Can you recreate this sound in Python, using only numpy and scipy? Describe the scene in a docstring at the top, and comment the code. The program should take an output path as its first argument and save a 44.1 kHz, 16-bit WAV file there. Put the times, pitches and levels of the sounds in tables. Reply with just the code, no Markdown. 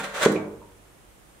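"""A meat grinder is taken apart in a small, hard room, over a faint hiss. First its perforated steel
plate scrapes down the gritty wall of a plastic tub, which rings faintly. Then the plate lands with
a hollow thump that booms on in the tub and the room. Crumbs settle, and last the cross knife
clinks softly as it is worked off its shaft."""
import sys
import numpy as np
from scipy import signal
from scipy.fft import rfft, irfft, next_fast_len
from scipy.io import wavfile
from scipy.ndimage import map_coordinates

SR = 44100
rng = np.random.default_rng(int(sys.argv[2]) if len(sys.argv) > 2 else 0)


def unload_wav(signal):
    """Save mono or channel-first audio to the path in sys.argv[1] as 16-bit WAV at rate SR, clipped to [-1, 1]."""
    wavfile.write(
        sys.argv[1],
        SR,
        np.round(np.clip(np.atleast_2d(signal).T, -1, 1) * 32767).astype(np.int16),
    )


N = 61739  # samples, 1.4 s


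def amp(db):
    """Turn decibels into a number to multiply by."""
    return 10 ** (np.asarray(db) / 20)


def unit(x):
    """Scale x to an average (rms) strength of 1."""
    return x / np.sqrt(np.mean(x ** 2) + 1e-20)


def along(points, hz):
    """Read the value at hz from a curve through (frequency, value) points, on a log frequency axis."""
    freqs, values = np.transpose(points)
    return np.interp(np.log(hz + 1), np.log(freqs + 1), values)


def since(start):
    """Seconds since the start time, zero before it."""
    return np.maximum(np.arange(N) / SR - start, 0)


def fade(start, t60):
    """Hold at 1 until the start time, then fall by 60 dB every t60 seconds."""
    return amp(-60 * since(start) / t60)


def rise(start, rise_s):
    """Stay at 0 until the start time, then climb smoothly towards 1."""
    return 1 - np.exp(-since(start) / rise_s)


def filtered(x, response):
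    """Multiply each frequency in x by response(hz)."""
    size = next_fast_len(N + SR // 2)
    return irfft(rfft(x, size) * response(np.fft.rfftfreq(size, 1 / SR)), size)[..., :N]


def coloured(x, spectrum):
    """Shape x with a curve of (f/Hz, level/dB) points, then scale it to strength 1."""
    return unit(filtered(x, lambda hz: amp(along(spectrum, hz))))


def spread(pair, width):
    """Mix two unrelated signals into left and right; more side level sounds wider."""
    def shares(hz):
        angle = np.arctan(amp(along(width, hz)))
        return np.array([np.cos(angle), np.sin(angle)])
    mid, side = filtered(pair, shares)
    return np.array([mid + side, mid - side])


def panned(x, left_db):
    """Lean x to one side; left_db is the left level minus the right."""
    return x * amp([[left_db / 2], [-left_db / 2]])


def grains(per_s=8000, spread_db=3.5):
    """Two dense streams of clicks: tiny slips of random size."""
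    hits = rng.random((2, N)) < per_s / SR
    size_db = spread_db * np.clip(rng.standard_normal((2, N)), -2, 2)
    return hits * np.sign(rng.standard_normal((2, N))) * amp(size_db)


def wavering(hz, drift):
    """A slightly unsteady tone: its phase wanders by about drift radians."""
    t = since(0)
    wander = map_coordinates(rng.standard_normal(N // 1000), [t * 20])
    return np.sin(2 * np.pi * (hz * t + rng.random()) + drift * wander)


def ringing(tones, start):
    """Unsteady tones that die away from the start time."""
    return sum(amp(db) * fade(start, t60) * wavering(hz, drift=0.19) for hz, db, t60 in tones)


def lagging(force, t60):
    """How strongly a tone rings when pushed: it builds up late and lingers afterwards."""
    energy_kept = amp(-120 / (t60 * SR))  # from one sample to the next
    return np.sqrt(signal.lfilter([1 - energy_kept], [1, -energy_kept], force ** 2))


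def struck(tones, start, hz, t60, attack_s):
    """A knock sets off an object's own tones, and each fades at its own rate."""
    phase = 2 * np.pi * hz * since(start)
    ring = sum(amp(db) * fade(start, t60 * life) * np.sin(phase * ratio) for ratio, db, life in tones)
    return ring * rise(start, attack_s)


def room(x):
    """The room's wash of echoes: it builds up, and the treble dies first."""
    # how long the echoes last: f/Hz, t60/s
    echo_t60 = [(100, 0.87), (400, 0.7), (1000, 0.69), (2500, 0.4), (6000, 0.37), (14000, 0.18)]
    # stereo width of the echoes: f/Hz, side level/dB
    width = [(100, -18), (220, -13.5), (400, -9), (800, -7.5), (1400, -1.5), (3000, 3), (15000, -7)]
    hz, t, bands = signal.stft(rng.standard_normal((2, N)), SR, nperseg=256)
    bands *= amp(-60 * t / along(echo_t60, hz)[:, None])
    tail = signal.istft(bands, SR, nperseg=256)[1][:, :N]
    tail = spread(tail, width) * rise(0, rise_s=0.0054)
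    tail /= np.linalg.norm(tail[0])
    return signal.fftconvolve(np.atleast_2d(x), tail, axes=1)[:, :N]


def background():
    """Quiet room rumble and a faint hiss, there from start to end."""
    # tone colour of rumble and hiss: f/Hz, relative level/dB
    colour = [(15, -33), (25, -14.5), (53, 0.5), (75, -13.5), (113, -12), (140, -8.5), (246, -16),
              (297, -11.5), (567, -15), (1240, -19.5), (1340, -20), (3260, -26), (4620, -31.5), (9050, -27),
              (15500, -36.5)]
    # their stereo width: f/Hz, side level/dB
    width = [(50, -8), (200, -6), (1000, 0.5), (15000, -1)]
    return amp(-53.5) * coloured(spread(rng.standard_normal((2, N)), width), colour)


def plate_slide():
    """Tiny slips over grit shake plate and tub; the faster the slide, the louder and brighter."""
    # strength of the rubbing as the plate slides: t/s, relative level/dB
    slide = [(0, -29.5), (0.03, -36.5), (.042, -28), (0.054, -31.5), (0.076, -39), (0.134, -42.5),
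             (0.146, -31), (0.169, -28.5), (0.194, -30.5), (0.216, -24.5), (0.234, -16.5), (0.245, -23.5),
             (0.254, -18), (0.26, -20)]
    # tone colour of the dull part of the rubbing: f/Hz, relative level/dB
    body_colour = [(60, -34), (200, -16), (330, -10.5), (520, -0.5), (800, -6), (1400, -2), (2100, -5.5),
                   (2700, -9.5), (3600, -12), (4800, -20), (15000, -28)]
    # tone colour of the bright grit: f/Hz, relative level/dB
    grit_colour = [(500, -4.5), (2500, -24), (3600, 2.5), (4900, -8.5), (6500, -1), (8000, -1.5),
                   (10500, -8.5), (15500, -24)]
    # tones of plate and tub that sing under the rubbing: f/Hz, relative level/dB, t60/s
    tones = [(405, -20, .1), (574, -11, .12), (635, -12, .12), (735, -13, .12), (900, -19, .15),
             (1140, -14, .2), (1170, -18, .15), (1318, -14, .15), (1478, -15, .12), (1594, -13, .15),
             (1836, -12, .12), (2078, -18, .1), (2345, -17, .1), (3340, -19, .05), (3500, -23, .05),
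             (3950, -21, .05)]
    # stereo width of the rubbing: f/Hz, side level/dB
    width = [(100, -36), (600, -8.5), (1300, -9), (2400, 0), (4400, -2.5), (8000, 1.5), (15000, 6)]
    times, levels = np.transpose(slide)
    level_db = np.interp(since(0), times, levels)
    level_db -= 60 * since(times[-1]) / 0.01  # the rubbing dies within 0.01 s as the plate lands
    grit_db = levels.max() + 1.21 * (level_db - levels.max())  # swings wider than the dull part
    body = amp(level_db - 3) * coloured(spread(grains(), width), body_colour)
    grit = amp(grit_db - 9) * coloured(spread(grains(), width), grit_colour)
    singing = np.zeros((2, N))
    for hz, db, t60 in tones:
        pair = np.array([wavering(hz, drift=0.4) for _ in range(2)])
        singing += amp(db - 1.5) * lagging(amp(level_db), t60) * pair
    rubbing = body + grit + spread(singing, width)
    return rubbing + amp(-8) * room(rubbing)


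def tub_ring():
    """The first rubbing sets the tub ringing faintly."""
    # the tub's own tones: f/Hz, level/dB, t60/s
    tones = [(157, -47, 0.76), (196, -40, 0.71), (266, -41, 0.35), (472, -39, 0.2), (765, -40, 0.37),
             (891, -36.5, 0.23), (1405, -35, 0.25), (1575, -40, .3), (2450, -38, 0.12), (3520, -40.5, 0.12)]
    return ringing(tones, start=0)


def plate_landing():
    """The plate pushes the tub's floor down: a short thump, then a low boom builds up."""
    # the plate lands and rocks over: t/s, level/dB, f/Hz, t60/s
    landings = [(.2613, -.7, 422, .028), (.2663, -10, 490, .033)]
    # tones of the tub's floor under the blow: pitch ratio, relative level/dB, t60 ratio
    floor_tones = [(1, 0, 1), (.54, -16, 1.5), (.37, -21, 1.5), (1.35, -21, 1.6), (3.45, -23, 1.2)]
    # booming tones of the tub and the room: f/Hz, relative level/dB, t60/s
    boom_tones = [(100.6, -44, 1.64), (157, -24.5, 0.41), (177, -27, 0.47), (203, -21.5, 0.51),
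                  (242.1, -19.5, 0.26), (308, -19.5, 0.6), (365, -23.5, 0.48), (389.8, -25.5, .36),
                  (420.4, -22.5, .42), (443.6, -19, 0.43), (478.4, -25, 0.24), (519, -21, 0.3),
                  (589.5, -35.5, 0.31), (604, -38.5, 0.69), (666, -30, 0.41)]
    bass_cut_hz = 125  # the small tub gives off little sound below this
    wall_delay_s = 0.028  # the thump comes back from the far wall
    push = -sum(amp(db) * struck(floor_tones, start, hz, t60, attack_s=0.00012)
                for start, db, hz, t60 in landings)
    thump = filtered(push, lambda hz: hz ** 4 / (hz ** 4 + bass_cut_hz ** 4))
    landed = landings[0][0]
    boom = amp(1) * ringing(boom_tones, landed) * rise(landed, rise_s=0.019) ** 2
    echo = filtered(thump, lambda hz: np.exp(-2j * np.pi * hz * wall_delay_s))
    return thump + boom + amp(-11) * room(echo)


def crumbs():
    """Crumbs settle in the tub with a bright tick and a brief sprinkle."""
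    # falls of crumbs: t/s, level/dB, t60/s
    falls = [(0.318, -35.5, 0.023), (0.323, -42, 0.069)]
    # their tone colour: f/Hz, relative level/dB
    colour = [(1000, -16), (5000, -3), (8500, 0), (12000, -4), (15500, -7)]
    loudness = sum(amp(db) * fade(start, t60) * (since(start) > 0) for start, db, t60 in falls)
    sprinkle = loudness * coloured(grains(), colour)
    return sprinkle + amp(-3.5) * room(sprinkle)


def knife():
    """The steel knife clinks, muffled by the fingers that hold it; each touch also scrapes a little."""
    # light touches on the shaft and barrel: t/s, level/dB, main f/Hz, base t60/s
    touches = [(.358, -27, 2410, 0.086), (0.386, -25.5, 940, 0.053), (.616, -36, 997, 0.059),
               (1.283, -59.5, 9060, 0.13)]
    # the knife's own tones: pitch ratio, relative level/dB, t60 ratio
    tones = [(1, 2.5, 0.41), (.945, -9, 2.18), (0.16, -7, 0.24)]
    attack_s, scrape_width = 0.0027, 0.18  # width to each side, as a share of the pitch
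    clinks = np.zeros((2, N))
    for start, db, hz, t60 in touches:
        noise = unit(filtered(grains(), lambda f: 1 / (1 + ((f - hz) / (scrape_width * hz)) ** 2)))
        scrape = amp(-8) * fade(start, t60) * rise(start, attack_s) * noise
        clinks += amp(db) * (struck(tones, start, hz, t60, attack_s) + scrape)
    return clinks + amp(-8.5) * room(clinks)


def scene():
    """Add up all the sounds, a little to the right."""
    small_sounds = plate_slide() + tub_ring() + crumbs() + knife() + background()
    return panned(small_sounds, left_db=-1.74) + panned(plate_landing(), left_db=-1.5)


def record(dry):
    """Cut away the very highest treble."""
    return filtered(dry, lambda hz: hz < 15750)


dry = scene()
out = record(dry)
unload_wav(out)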